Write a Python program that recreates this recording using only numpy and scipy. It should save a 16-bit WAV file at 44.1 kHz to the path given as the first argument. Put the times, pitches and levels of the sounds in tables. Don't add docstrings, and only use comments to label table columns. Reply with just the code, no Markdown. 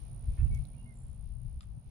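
import sys
import numpy as np
from scipy import signal
from scipy.fft import rfft, irfft, next_fast_len
from scipy.io import wavfile
from scipy.ndimage import map_coordinates

SR = 44100
rng = np.random.default_rng(int(sys.argv[2]) if len(sys.argv) > 2 else 0)


def to_wav(s):
    ch = np.atleast_2d(s).T
    pcm = np.round(np.clip(ch, -1, 1) * 32767)
    wavfile.write(sys.argv[1], SR, pcm.astype(np.int16))


N = 83790
T = np.arange(N) / SR


def amp(db):
    return 10 ** (np.asarray(db) / 20)


def unit(x):
    return x / np.sqrt(np.mean(x ** 2) + 1e-20)


def curves(rows, at=T):
    s, *cols = np.transpose(rows)
    return [np.interp(at, s, c) for c in cols]


def along(points, hz):
    f, v = np.transpose(points)
    return np.interp(np.log(hz + 1), np.log(f + 1), v)


def wobble(rate):
    return map_coordinates(rng.standard_normal(400), [T * rate])


def filtered(x, response):
    m = next_fast_len(N + SR // 2)
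    return irfft(rfft(x, m) * response(np.fft.rfftfreq(m, 1 / SR)), m)[..., :N]


def panned(x, pan_db, lag_s=0):
    if lag_s:
        x = filtered(x, lambda hz: np.exp(np.outer([-1j, 1j], np.pi * hz * lag_s)))
    left = amp(pan_db) / (1 + amp(pan_db))
    return 2 * x * np.array([left + 0 * T, 1 - left + 0 * T])


def rush(gain, alike):
    def turn(hz):
        return np.arccos(np.clip(alike(hz), -1, 1)) / 2

    def mid_side_gain(hz):
        return gain(hz) * [np.cos(turn(hz)), np.sin(turn(hz))]

    mid, side = filtered(rng.standard_normal((2, N)), mid_side_gain)
    return unit(np.array([mid + side, mid - side]))


def shape(points):
    return lambda hz: amp(along(points, hz)) * (hz > points[0][0]) * (hz < points[-1][0])


def hum_band(centre_hz, width_hz):
    return lambda hz: 1 / (1 + ((hz - centre_hz) / width_hz * 2) ** 4)


def echo(x, t60):
    tail = rng.standard_normal((2, SR // 2)) * amp(-60 * T[:SR // 2] / t60)
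    return signal.fftconvolve(x[None], tail / np.linalg.norm(tail[0]), axes=1)[:, :N]


def gate(start, length, edge):
    return np.clip(np.minimum(T - start, start + length - T) / edge, 0, 1)


def swell(start, rise, hold, fall_db_per_s):
    return np.clip((T - start) / rise, 0, 1) * amp(-fall_db_per_s * np.clip(T - start - rise - hold, 0, None))


def peak(f, hz, width):
    return 1j * f * width / (hz * hz - f * f + 1j * f * width)


def buffet():
    # start_s, level_db, left_minus_right_db, brightness_db
    gusts = [(0.0, -46.5, 28, -4.5), (0.078, -45.5, 3.5, 6.5), (0.196, -46.5, -5, 11),
             (0.214, -40.5, -16, -14), (0.264, -34, 14, -27), (0.284, -27.5, 5, -6), (0.328, -32.5, 3, -24),
             (0.372, -47, 11, 7), (0.396, -27, -0.5, -2), (0.44, -20.5, -14.5, -4.5),
             (0.46, -31, -12, 12.5), (0.49, -26, 2.5, -19), (0.53, -20.5, -0.5, -8.5), (0.57, -34.5, 6, -5),
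             (0.612, -33, 21, -3.5), (0.652, -47.5, 0.5, 6.5), (0.968, -51, 3, 7.5), (1.036, -44.5, 7, -4),
             (1.364, -42.5, 14.5, -0.5), (1.402, -47.5, 7, 3), (1.454, -46.5, 11, 18.5),
             (1.57, -35, 4.5, -25), (1.608, -50, -1, 4), (1.746, -42.5, 11, -5), (1.778, -43, 8.5, 12.5),
             (1.83, -60, 3, -3), (1.878, -43.5, 6, 5), (1.9, -63, 10, -26)]
    # frequency_hz, relative_density_db
    rumble = [(12, -34.5), (20, -5), (40, 2.5), (62, 0), (118, -15), (139, -18), (176, -25.5), (325, -49.5),
              (450, -59), (580, -81), (990, -120)]
    # frequency_hz, relative_density_db
    flutter = [(59, -36.5), (100, 4), (140, -4), (248, -34), (600, -61.5), (780, -83), (1320, -120)]
    flutter_db, lump_db, ports_alike = -12, 1, 0.66
    level_db, pan_db, bright_db = curves(gusts)

    def alike(hz):
        return ports_alike + 0 * hz

    body = rush(shape(rumble), alike)
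    edge = amp(flutter_db + bright_db) * rush(shape(flutter), alike)
    lumps_db = lump_db * np.array([wobble(14.16), wobble(18)])
    return panned(amp(level_db + lumps_db) * (body + edge), pan_db)


def field():
    # start_s, trees_db, hiss_db
    far_levels = [(0.0, -69.5, -75), (0.338, -68.5, -75), (0.57, -69, -76), (0.772, -71, -77.5),
                  (1.386, -75.5, -82.5), (1.9, -74.5, -81)]
    # frequency_hz, relative_density_db
    tree_colour = [(150, -20), (250, -2.5), (316, -1), (460, -7), (528, -5), (613, -4.5), (698, -4),
                   (2000, -23), (2600, -83), (4400, -120)]
    # frequency_hz, relative_density_db
    hiss_colour = [(1500, -20.5), (2200, 0.5), (4200, -2.5), (4800, -4), (6300, -5.5), (6900, -13),
                   (7600, -9.5), (8400, -24), (10300, -23.5), (11200, -19), (11700, -11.5), (15700, -18)]
    # frequency_hz, likeness (1 = identical)
    coherence = [(300, 0.78), (1500, 0.082), (5000, 0.043), (12000, 0.026)]
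    # frequency_hz, left_minus_right_db
    balance = [(330, -5), (650, 2.5), (1300, -6), (2500, -5.5), (6000, 2), (13000, -6)]
    # centre_hz, width_hz, mean_level_db (before the wander below)
    drone_bands = [(124.5, 37.6, -53), (176.3, 77, -63.5)]
    # start_s, level_db
    hum_levels = [(0.0, -74), (0.476, -65.5), (0.84, -64), (0.856, -61), (1.412, -82), (1.798, -75.5),
                  (1.9, -75)]
    trees_offset_db, hiss_offset_db = 2, 1.5
    drone_alike, drone_pan_db = 0.9, -3.5
    hum_hz, hum_width_hz = 239.1, 17.3
    trees_db, hiss_db = curves(far_levels)

    def alike(hz):
        return along(coherence, hz)

    def pan(hz):
        return amp(np.outer([.5, -.5], along(balance, hz)))

    trees = filtered(rush(shape(tree_colour), alike), pan)
    trees = amp(trees_db + trees_offset_db + 0.16 * wobble(6.4)) * trees
    hiss = filtered(rush(shape(hiss_colour), alike), pan)
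    hiss = amp(hiss_db + hiss_offset_db + 1.9 * wobble(11.67)) * hiss
    drone = amp(curves(hum_levels)[0]) * rush(hum_band(hum_hz, hum_width_hz), alike)
    for hz, width, db in drone_bands:
        wander_db = 0.38 * (trees_db - trees_db.mean()) + 2.37 * wobble(4.61)
        drone = drone + amp(db + wander_db) * rush(hum_band(hz, width), lambda f: drone_alike + 0 * f)
    return trees + hiss + panned(drone, drone_pan_db)


def cricket():
    # start_s, level_db, left_minus_right_db
    trill = [(0, -66, -13), (.17, -66.5, -22), (.5, -67, -17.5), (.75, -68, -20), (.95, -70.5, -29),
             (1.3, -72, -17), (1.5, -72, -35), (1.65, -75.5, -15), (1.9, -76.5, -16)]
    # share_of_cycle, relative_level_db, pitch_hz
    wing_stroke = [(0, -22, 9400), (.06, -7, 9410), (.11, -2, 9440), (.2, 0, 9580), (.3, -.5, 9670),
                   (.38, -1, 9705), (.42, -1, 9650), (.47, -1, 9520), (.51, -6, 9400), (.55, -11, 9250),
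                   (.66, -21, 8900), (.72, -40, 8800), (1, -40, 9400)]
    stroke_hz, stroke_start_cycles, lag_s = 62.975, .98, 128e-6
    scatter_db, scatter_hz, waver_db = .8, 26, 1.7
    grass_db, grass_t60_s, grass_tilt_db_per_khz = -6, 0.2, 12.5
    level_db, pan_db = curves(trill)
    cycles = stroke_hz * T + 1 - stroke_start_cycles
    stroke_db, hz = curves(wing_stroke, cycles % 1)
    chance = rng.standard_normal((130, 2))[cycles.astype(int)]
    tone = np.sin(2 * np.pi * np.cumsum(hz + scatter_hz * chance[:, 0]) / SR)
    waver = map_coordinates(rng.standard_normal(N // 90 + 4), [np.arange(N) / 90])
    song = amp(stroke_db + scatter_db * chance[:, 1] + waver_db * waver) * tone
    song = unit(song) * amp(level_db)

    def grass_tilt(f):
        return amp(-grass_tilt_db_per_khz * np.clip(f / 1000 - 9.5, -1, 1))

    scattered = amp(grass_db) * filtered(echo(song, grass_t60_s), grass_tilt)
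    return panned(song, pan_db, lag_s) + panned(scattered, 5.5)


def rustles():
    # centre_hz, width_hz, relative_level_db
    streak_bands = [(1040, 200, 1), (1426, 210, 1), (1800, 100, 2.5), (2180, 250, -1.5), (2480, 260, -0.5),
                    (3400, 640, -12)]
    start_s, rise_s, hold_s, fall_db_per_s = 0.368, 0.011, 0.049, 804
    level_db, grain_db, pan_db = -67, 3.5, -5.5

    def streaks(f):
        power = sum(abs(amp(db) * peak(f, hz, width) ** 2) ** 2 for hz, width, db in streak_bands)
        return np.sqrt(power)

    stroke = swell(start_s, rise_s, hold_s, fall_db_per_s)
    grain = amp(level_db + grain_db * wobble(200))
    return panned(grain * stroke * rush(streaks, lambda f: .5 + 0 * f), pan_db)


def whistler():
    # start_s, length_s, first_hz, last_hz, level_db
    notes = [(0.377, 0.039, 2190, 2400, -75), (0.384, 0.042, 2640, 2730, -67),
             (.455, .025, 2736, 2640, -70), (0.506, 0.0794, 2245, 2190, -64.5),
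             (0.736, 0.019, 2334, 2480, -71.5), (0.773, 0.044, 2787, 2820, -71),
             (0.806, 0.07, 2840, 2880, -78.5), (0.855, 0.079, 2148, 2066, -70)]
    edge_s, swell_db, waver_db = 0.0058, 6, 2
    pan_db, lag_s, echo_db = -8, -140e-6, -12
    song = np.zeros(N)
    for start, length, hz0, hz1, db in notes:
        progress = (T - start) / length
        hz = hz0 + (hz1 - hz0) * np.clip(progress, 0, 1) ** 2
        tone = np.sqrt(2) * np.sin(2 * np.pi * np.cumsum(hz) / SR)
        growth = amp(swell_db * np.clip(progress - .5, -.5, .2))
        song += amp(db) * gate(start, length, edge_s) * growth * tone
    song = song * amp(waver_db * wobble(60))
    return panned(song, pan_db, lag_s) + amp(echo_db) * echo(song, t60=0.5)


def ticks():
    # start_s, peak_db (before panning), left_minus_right_db, left_after_right_s, centre_hz,
    # width_hz, shell_db, shell_above_hz, top_hz, tail_db (relative to the click)
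    clicks = [(0.5489, -42, -10, 2e-4, 6540, 1500, -1.5, 2490, 20100, -10.5),
              (.6526, -51.5, -29, 2e-4, 4030, 694, -5, 5500, 20100, -8),
              (1.608, -42.5, 6.5, -3e-4, 3180, 2970, 4, 490, 7500, -4),
              (1.6307, -55, -3, 1e-5, 5600, 5030, 6, 497, 7900, 2.5)]
    # centre_hz, width_hz, relative_level_db
    shell_modes = [(1220, 80, 15), (2300, 500, 2), (3500, 400, 0), (5050, 450, -3), (7250, 450, -2),
                   (10500, 2500, -11), (15000, 2500, -11)]
    tail_t60_s = 0.14
    out = np.zeros((2, N))

    def shell(f):
        return sum((-1) ** k * amp(db) * peak(f, hz, width) for k, (hz, width, db) in enumerate(shell_modes))

    for s, db, pan_db, lag_s, hz, width, shell_db, low_hz, top_hz, tail_db in clicks:
        push = -1. * (np.arange(N) == round(s * SR))

        def ringing(f):
            own_band = peak(f, hz, width) ** 2
            high_pass = (1j * f / (low_hz + 1j * f)) ** 2
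            low_pass = 1 / (1 - (f / top_hz) ** 2 + 1j * f / top_hz) ** 2
            return (own_band + amp(shell_db) * shell(f) * high_pass) * low_pass

        click = filtered(push, ringing)
        click = amp(db) * click / abs(click).max()
        out += panned(click, pan_db, lag_s) + amp(tail_db) * echo(click, tail_t60_s)
    return out


def thin_call():
    # start_s, pitch_hz, level_db
    call_path = [(.895, 8500, -104), (.91, 8300, -89), (.94, 7870, -87), (.952, 7250, -80),
                 (.973, 7220, -71), (.981, 7200, -81), (.989, 7220, -73), (.999, 7230, -88),
                 (1.008, 7230, -72), (1.028, 7230, -77.5), (1.045, 7300, -87), (1.15, 7300, -88),
                 (1.19, 7150, -100)]
    # frequency_hz, relative_density_db
    smear_colour = [(7000, -19), (7300, -14), (7900, -6), (8200, -29)]
    flutter_db, echo_db, pan_db = 2, -9, -19
    smear_start_s, smear_rise_s, smear_hold_s, smear_fall_db_per_s = .925, .04, .115, 140
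    smear_db, smear_grain_db = -84, 2.5
    hz, db = curves(call_path)
    sounding = (T > call_path[0][0]) * (T < call_path[-1][0])
    tone = np.sin(2 * np.pi * np.cumsum(hz) / SR)
    call = amp(db + flutter_db * wobble(72.7)) * sounding * tone
    smear = rush(shape(smear_colour), lambda f: 0.29 + 0 * f)
    smear = smear * swell(smear_start_s, smear_rise_s, smear_hold_s, smear_fall_db_per_s)
    smear = smear * amp(smear_db + smear_grain_db * wobble(70.8))
    return panned(call, pan_db) + smear + amp(echo_db) * echo(call, t60=0.53)


def scene():
    return buffet() + field() + cricket() + rustles() + whistler() + ticks() + thin_call()


def record(dry):
    top_hz = 15750
    return filtered(dry, lambda hz: hz < top_hz)


dry = scene()
out = record(dry)
to_wav(out)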